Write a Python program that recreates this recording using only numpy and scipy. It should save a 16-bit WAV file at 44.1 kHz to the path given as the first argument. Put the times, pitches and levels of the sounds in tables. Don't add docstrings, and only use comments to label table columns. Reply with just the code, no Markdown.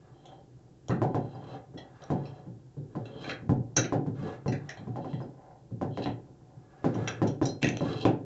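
import sys
import numpy as np
from scipy import signal
from scipy.fft import rfft, irfft, next_fast_len
from scipy.io import wavfile
from scipy.ndimage import map_coordinates

SR = 44100
rng = np.random.default_rng(int(sys.argv[2]) if len(sys.argv) > 2 else 0)


def bounce(signal):
    frames = np.transpose(np.atleast_2d(signal))
    limited = np.clip(frames, -1, 1)
    pcm = np.round(limited * 32767).astype(np.int16)
    wavfile.write(sys.argv[1], SR, pcm)


N = 363815
RING = SR * 3 // 5

# (time [s], strength [dB], hardness [0-1], hollowness [dB])
KNOCKS = [(0.896, -23.5, 0.61, 3), (1.018, -23, 0.86, 7.5), (1.146, -25, 0.84, 6.5),
          (1.356, -41.5, 0.45, 10.5), (1.74, -42.5, 0.64, -13), (2.103, -23.5, 0.72, 5),
          (2.464, -41.5, 0.38, 0.5), (2.768, -39.5, 0.31, -6.5), (2.953, -30.5, 0.73, 3.5),
          (3.421, -40.5, 0.45, -1), (3.494, -20, 0.55, 1.5), (3.768, -25, 0.68, 0), (3.924, -23.5, 0.88, 4),
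          (4.064, -29, 0.57, -3.5), (4.184, -40, 0.13, -6), (4.46, -25.5, 0.56, 5), (4.79, -42, 0.46, 5),
          (4.872, -33, 0.44, 4), (4.959, -34, 0.91, 7.5), (5.046, -35.5, 0.92, 6), (5.131, -33.5, 0.29, 6),
          (5.204, -39, 0.97, 3.5), (5.71, -39, 0.17, -3), (5.8138, -26.5, 0.8, 4.5), (5.974, -30.5, 1, 1.5),
          (6.059, -28, 0.77, 7.5), (6.271, -50.5, 0.58, 4), (6.548, -52.5, .2, 8.5), (6.844, -22, 0.91, -1),
          (6.955, -28.5, 0.66, 5), (7.218, -20.5, 0.83, 0), (7.415, -22.5, 0.86, -2),
          (7.629, -24, 0.79, -8.5), (7.67, -33.5, 0.42, 9), (7.808, -25, 0.78, 2), (8.053, -18.5, 0.89, 3)]
# (frequency [Hz], gain [dB])
THUMP = [(20, -48.5), (45, -21), (80, -22), (112, 4), (170, -1.5), (230, -3.5), (350, -28.5), (900, -64.5)]
CAVITY = [(25, -67.5), (80, -50.5), (170, 1.5), (270, 0), (440, -4.5), (560, -8.5), (750, -36),
          (1800, -61.5)]
TILE = [(200, -45), (450, 2.5), (580, 4), (740, 4), (870, -2.5), (1030, -11), (1190, -11.5), (1750, -13),
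        (2300, -26.5), (5000, -50)]
CRACK = [(600, -41), (1400, 13), (2200, 1.5), (3500, -0.5), (4800, -2.5), (7200, -5.5), (9000, -19.5)]
# (frequency [Hz], width [Hz], gain [dB])
WALL_MODES = [(276, 76, 1.5), (405, 12, 4)]
PANEL_MODES = [(568, 40, 2), (736, 28, 10), (790, 30, 6), (862, 28, 11), (1015, 42, 9)]
ROOM_MODES = [(76, 7, 15), (117, 4.2, 9), (141, 4.2, 11), (241, 6, -2), (283, 8, 8), (377, 9, 3),
              (430, 9, 3), (790, 16, 3)]
def pipe_knocks():
    out, blow, t = np.zeros(N), signal.unit_impulse(RING), np.arange(RING) / SR
    boom = filtered(blow, resonances(ROOM_MODES))
    thump, cavity, tile, crack = map(colour, (THUMP, CAVITY, TILE, CRACK))
    cavity *= 1 + resonances(WALL_MODES)
    panel = tile * resonances(PANEL_MODES)
    radiation = signal.butter(2, 75, 'high', fs=SR, output='sos')
    heavy_db, soft_hz, hard_hz = -24.5, 55.3, 400
    for s, db, hardness, hollow_db in KNOCKS:
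        def share(soft_db, hard_db):
            return amp(db + soft_db + hardness * (hard_db - soft_db))
        room = amp(11 - 0.63 * max(db - heavy_db, 0)) * (echoes() + amp(-5) * boom)
        thud = share(5.5, -9.5) * struck(blow + room, thump)
        add(out, s, thud)
        add(out, s + 0.02396 * rng.lognormal(0, 0.22), amp(-11) * thud)
        add(out, s, share(-7.5, -3.5) * amp(-hollow_db / 4) * struck(blow + room, cavity))
        cycles = t * soft_hz * (hard_hz / soft_hz) ** hardness
        swing = signal.sosfilt(radiation, amp(-60 * cycles / 3.9) * np.sin(2 * np.pi * cycles))
        add(out, s, amp(db + 0.5 + 1.4 * (db - heavy_db)) * swing)
        add(out, s, share(-46.5, -11) * struck(blow + amp(6) * room, tile))
        add(out, s, share(-29, -13) * amp(hollow_db) * struck(blow + amp(-8.5) * room, panel))
        add(out, s, share(-34.5, -16) * amp(hollow_db / 2) * panel_slap(t))
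        add(out, s, share(-46.5, -28) * struck(blow + amp(18) * echoes(), crack))
    return out


def panel_slap(t):
    modes = [amp(db + rng.normal(0, 2.7)) * np.exp(-np.pi * width * t) * np.sin(2 * np.pi * hz * t)
             for hz, width, db in PANEL_MODES]
    return unit_attack(sum(modes))


# (time [s], strength [dB], brightness [dB], note [Hz], note level [dB], grip damping [Hz], smear [dB])
CLICKS = [(0.256, -75, 6, 3300, -60.5, 160, 6), (0.884, -59.5, 4.5, 5470, -64, 328, -6),
          (0.905, -61.5, -17, 1190, -46.5, 257, 5), (1.777, -63, -4, 3320, -60, 58, 15),
          (2.02, -73.5, 3, 3930, -68, 99, 3), (2.039, -80.5, -5, 5680, -63, 123, -15),
          (2.255, -69.5, -8, 5430, -68, 161, 2), (3.056, -68.5, -8, 2700, -60.5, 67, -2),
          (3.242, -56.5, -8.5, 1700, -59, 137, 5), (3.294, -49.5, -6.5, 1670, -40, 299, 5),
          (3.7655, -41.5, 9.5, 5790, -30, 37.5, -6.5), (3.768, -49, 9.5, 6200, -31, 31, -9),
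          (3.7705, -44.5, -5, 3916, -40, 1.5, -5), (3.775, -50.5, 7.5, 1530, -35, 196, 4),
          (3.842, -52, -6.5, 3120, -58, 329, 2), (4.48, -56.5, -6.5, 5850, -57, 109.5, 1),
          (4.524, -62, -12.5, 1970, -50.5, 202, 11.5), (4.692, -64.5, -8.5, 1810, -46, 180, 4),
          (4.693, -66, 7.5, 5650, -55.5, 202.5, -4.5), (4.773, -68, -7, 3180, -66, 113, -3),
          (5.131, -77, -18, 3230, -66, 104, 2), (5.974, -65, -9, 3970, -62.5, 300, -6),
          (6.022, -66.5, -13, 4000, -56.5, 148.5, 6), (6.059, -57, -11, 3400, -55, 253.5, -3.5),
          (6.944, -66, -6.5, 5770, -62.5, 241, -2), (7.076, -40.5, -3, 2650, -42.5, 150, -3),
          (7.083, -55, 5.5, 6760, -57.5, 230, -16), (7.271, -60.5, 2, 5700, -57, 122, 3),
          (7.278, -65.5, 1, 5740, -58.5, 165, -9), (7.429, -61, 4, 5660, -62, 60, 8),
          (7.455, -48.5, 8.5, 5730, -43, 79, 1.5), (7.619, -51, -5, 2000, -53.5, 195, 12),
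          (7.6295, -46, -5.5, 2610, -36.5, 176, -7.5), (7.645, -42, -4.5, 1885, -36.5, 88, -7),
          (7.669, -49.5, -10.5, 2230, -44.5, 115, -4), (7.689, -52, -1, 6160, -51, 310, -10),
          (7.7705, -50, -1, 6240, -58, 206, -12), (7.849, -72, -3, 3700, -70, 252.5, 3),
          (8.052, -61, -20, 3400, -49.5, 346.5, -3.5)]
# (frequency [Hz], width [Hz], gain [dB])
SHELL_MODES = [(1295, 80, -5), (1560, 60, -2), (1735, 50, -2), (1933, 24, 1), (2335, 28, -4), (2662, 36, 0),
               (3210, 110, -2), (3600, 200, -9), (3916, 24, 2), (4130, 110, -1), (4447, 90, -13),
               (5140, 40, -10), (5500, 240, -7), (5832, 34, 3), (6228, 40, -1), (6400, 120, -7),
               (6670, 45, -7), (7450, 300, -12)]
def spout_clicks():
    out, t = np.zeros(N), np.arange(RING) / SR
    crack, tile = colour(CRACK), colour(TILE)
    contact = 1 / (1 + (grid(RING) / 7500) ** 30)
    clink_at_db, chatter_t60_s, scuff_s = -57, 0.028, 0.009
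    scuff_size = round(scuff_s * SR)
    for s, db, bright_db, note_hz, note_db, grip_hz, smear_db in CLICKS:
        shell = [(hz, width + grip_hz, gain + rng.normal(0, 8)) for hz, width, gain in SHELL_MODES]
        families = shell[:6], shell[6:10], shell[10:], [(note_hz, 31 + grip_hz, 0)]
        chatter = rng.standard_normal(RING) ** 3 * amp(-60 * t / chatter_t60_s)
        smear = amp(1.5) * unit_energy(chatter) + amp(5.5) * echoes()
        strike = signal.unit_impulse(RING) + amp(smear_db) * smear
        over_db = db - clink_at_db
        family_db = np.array([db - bright_db, -53.5 + 0.71 * over_db, db + bright_db])
        add(out, s, amp(-0.1 * grip_hz) * free_ring(family_db, t))
        gains = amp([*(family_db - 3), note_db])
        gripped_ring = sum(gain * struck(strike, contact * resonances(modes))
                           for gain, modes in zip(gains, families))
        snap = amp(-15) * np.linalg.norm(gains) * struck(strike, crack)
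        add(out, s, gripped_ring + snap)
        add(out, s, amp(-49.5 + 0.43 * over_db) * struck(strike, tile))
        scuff = unit_energy(rng.standard_normal(scuff_size) * np.linspace(0, 1, scuff_size) ** 2)
        add(out, s - scuff_s, amp(smear_db - 15.5) * signal.fftconvolve(gripped_ring, scuff))
    return out


def free_ring(family_db, t, t60_s=0.19, widest_hz=48):
    ring = np.zeros(RING)
    for hz, width, db in SHELL_MODES:
        if width < widest_hz:
            drive_db = np.interp(hz, [2700, 3900, 5100], family_db) + rng.normal(0, 2.5)
            ring += amp(db + drive_db - 1) * np.sin(2 * np.pi * (hz * t + rng.random()))
    return ring * amp(-60 * t / t60_s) * (1 - np.exp(-t / 0.001))


# (frequency [Hz], level [dB], t60 [s])
PING_MODES = [(4142, -41, .23), (5136, -54, .28), (5814, -55, .18)]
def ping(at_s=7.488, attack_s=0.00079):
    out, t = np.zeros(N), np.arange(RING) / SR
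    ring = sum(amp(db - 60 * t / t60) * np.sin(2 * np.pi * hz * t) for hz, db, t60 in PING_MODES)
    add(out, at_s, ring * (1 - np.exp(-t / attack_s)))
    return out


# (peak time [s], rise [s], fall [s], force [dB], dry scrape [dB], rub on the tile [dB])
TURNS = [(0.321, 0.21, 0.12, -59, -14.5, 10.5), (1.36, 0.52, 0.093, -54, -14.5, 5.5),
         (1.545, 0.19, 0.043, -46, -13, 5.5), (2.291, 0.27, 0.21, -54, -12, 6.5),
         (3.169, 0.28, 0.064, -50, -19, 3), (3.303, 0.12, 0.04, -41, -2.5, 2),
         (4.281, 0.14, 0.083, -42.5, -17, 4.5), (5.111, 0.18, 0.16, -57.5, -4, -3.5),
         (6.034, 0.098, 0.089, -52, 2, -5), (7.001, 0.18, 0.2, -42.5, -26.5, -4.5),
         (7.902, 0.068, 0.074, -40, -12.5, 4), (8.029, 0.3, 0.046, -47.5, 3, 4.5)]
# (peak time [s], rise [s], fall [s], level [dB])
GLIDES = [(0.29, .16, 0.11, -72), (1.46, 0.067, 0.12, -71.5), (3.16, 0.056, 0.13, -59.5),
          (5.949, 0.042, 0.081, -65.5)]
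# (frequency [Hz], width [Hz], gain [dB])
SCRAPE_MODES = [(2690, 110, -1.5), (3220, 62, 5.5), (4010, 100, 1.5), (4500, 820, -14), (5100, 440, -12),
                (6440, 2000, -24)]
GRIND_MODES = [(1225, 360, 9), (1735, 75, 13.5), (1708, 120, 10.5), (2120, 38, 1.5), (2430, 660, -30),
               (3940, 530, -24), (6550, 1300, -43.5)]
SING_MODES = [(3180, 85, -4), (4100, 99, -12)]
def threads(bind_db=-42.5):
    _, _, _, force_db, dry_db, _ = np.transpose(TURNS)
    scraping = turning(dry_db, swell_db=18.3)
    grinding = turning(0.8 * (force_db - bind_db) - 7, swell_db=8.7) + hand_slides()
    gliding = sum(swell(*glide, swell_db=4.5) for glide in GLIDES)
    scrape = friction(scraping, resonances(SCRAPE_MODES, N), slips_per_s=1300, room_db=-7)
    grind = friction(grinding, resonances(GRIND_MODES, N), slips_per_s=1000, room_db=4)
    sing = friction(gliding, resonances(SING_MODES, N), slips_per_s=1100, room_db=-0.5)
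    return scrape + grind + sing


# (time [s], pitch [Hz], level [dB])
SQUEAKS = [(1.354, 4930, -62), (4.23, 4900, -64), (5.23, 5060, -62)]
def squeaks():
    out, t = np.zeros(N), np.arange(N) / SR
    for s, hz, db in SQUEAKS:
        phase = 2 * np.pi * np.cumsum(hz * (1 + 0.008 * wobble(300))) / SR
        out += amp(db) * np.exp(-((t - s) / 0.007) ** 2) * np.sin(phase)
    return out + amp(-6) * signal.fftconvolve(out, echoes())[:N]


def wall_rub(tighten_db_per_s=0.96):
    peak_s, *_, rub_db = np.transpose(TURNS)
    rumbling = turning(1.3 + tighten_db_per_s * peak_s, swell_db=12) + amp(-5.5) ** 2 * hand_slides()
    rubbing = turning(rub_db - 2.6, swell_db=21) + amp(3.5) ** 2 * hand_slides()
    rubbing += amp(-73 + 8.5 * wobble(6.5)) ** 2
    wall = colour(THUMP, N) + amp(-1) * colour(CAVITY, N)
    wall *= 1 + amp(-6) * resonances(ROOM_MODES, N)
    tile = colour(TILE, N) * (1 + resonances(PANEL_MODES, N))
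    rumble = friction(rumbling, wall, slips_per_s=300, room_db=-2)
    rub = friction(rubbing, tile, slips_per_s=480, room_db=-4.5)
    return rumble + rub


# (peak time [s], level [dB])
SLIDES = [(0.02, -69.5), (2.052, -58.5), (4.64, -60.5), (6.799, -63.5)]
def hand_slides():
    return sum(swell(peak, rise=0.25, fall=0.37, db=db, swell_db=13.5) for peak, db in SLIDES)


# (frequency [Hz], t60 [s])
ROOM_DECAY = [(80, 0.63), (150, 0.25), (300, 0.51), (700, 0.32), (1500, 0.31), (4000, 0.21), (8000, 0.16)]
def echoes():
    hz, t, noise = signal.stft(rng.standard_normal(RING), SR, nperseg=256)
    decay = amp(-60 * t / along(ROOM_DECAY, hz)[:, None])
    tail = signal.istft(noise * decay, SR, nperseg=256)[1][:RING]
    return unit_energy(tail * (1 - np.exp(-np.arange(RING) / SR / 0.0027)))


# (frequency [Hz], relative level [dB])
ROOM_TONE = [(25, -23.5), (64, -11), (101, -12.5), (126, 2.5), (209, -16.5), (347, -10), (562, -26),
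             (1050, -36.5), (1630, -37), (2070, -43.5), (7090, -42.5), (8000, -41.5), (10400, -74.5),
             (17600, -120)]
def room_tone():
    noise = filtered(rng.standard_normal(N), colour(ROOM_TONE, N))
    return amp(-55) * noise / rms(noise)


def friction(power, body, slips_per_s, room_db):
    catch_db = 2.5 * wobble(70) - 0.8
    pressure = np.sqrt(power + 1e-12) * amp(catch_db)
    sizes = np.exp(0.35 * rng.standard_normal(N)) * rng.choice([-1, 1], N)
    slips = (rng.random(N) < slips_per_s / SR) * sizes
    room = signal.unit_impulse(RING) + amp(room_db) * echoes()
    heard = lambda force: signal.fftconvolve(filtered(force, body), room)[:N]
    return heard(slips * pressure) / np.std(heard(slips))


def turning(over_force_db, swell_db):
    return sum(swell(peak, rise, fall, force_db + over_db, swell_db)
               for (peak, rise, fall, force_db, _, _), over_db in zip(TURNS, over_force_db))


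def swell(peak, rise, fall, db, swell_db):
    t = np.arange(N) / SR - peak
    level_db = db + np.interp(t, [-rise, 0, fall], [-swell_db, 0, -swell_db])
    return amp(level_db) ** 2 * ((t > -rise) & (t < fall))


def wobble(knots_per_s):
    knots = rng.standard_normal(int(N * knots_per_s / SR) + 4)
    return map_coordinates(knots, [np.arange(N) * knots_per_s / SR])


def amp(db):
    return 10 ** (np.asarray(db) / 20)


def rms(x):
    return np.sqrt(np.mean(x ** 2) + 1e-20)


def unit_energy(x):
    return x / np.linalg.norm(x)


def unit_attack(x):
    return x / rms(x[:SR // 20])


def struck(force, body):
    return unit_attack(filtered(force, body))


def along(points, hz):
    f, values = np.transpose(points)
    return np.interp(np.log(hz + 1), np.log(f + 1), values)


def grid(size):
    return np.fft.rfftfreq(2 * next_fast_len(size // 2 + 4096), 1 / SR)


def filtered(x, response):
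    padded = 2 * (len(response) - 1)
    return irfft(rfft(x, padded) * response, padded)[:len(x)]


def colour(points, size=RING):
    cepstrum = irfft(np.log(amp(along(points, grid(size)))))
    half = len(cepstrum) // 2
    cepstrum[1:half] *= 2
    cepstrum[half + 1:] = 0
    return np.exp(rfft(cepstrum))


def resonances(modes, size=RING):
    f = grid(size)
    return sum((-1) ** k * amp(db) * 1j * f * width / (hz * hz - f * f + 1j * f * width)
               for k, (hz, width, db) in enumerate(modes))


def add(track, s, x):
    start = max(round(s * SR), 0)
    track[start:start + len(x)] += x[:N - start]


def scene():
    return (pipe_knocks() + spout_clicks() + ping() + threads() + squeaks()
            + wall_rub() + room_tone())[None]


def record(dry):
    top_hz = 7700
    low_pass = 1 / np.sqrt(1 + (grid(N) / top_hz) ** 70)
    return np.array([filtered(channel, low_pass) for channel in dry])


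dry = scene()
out = record(dry)
bounce(out)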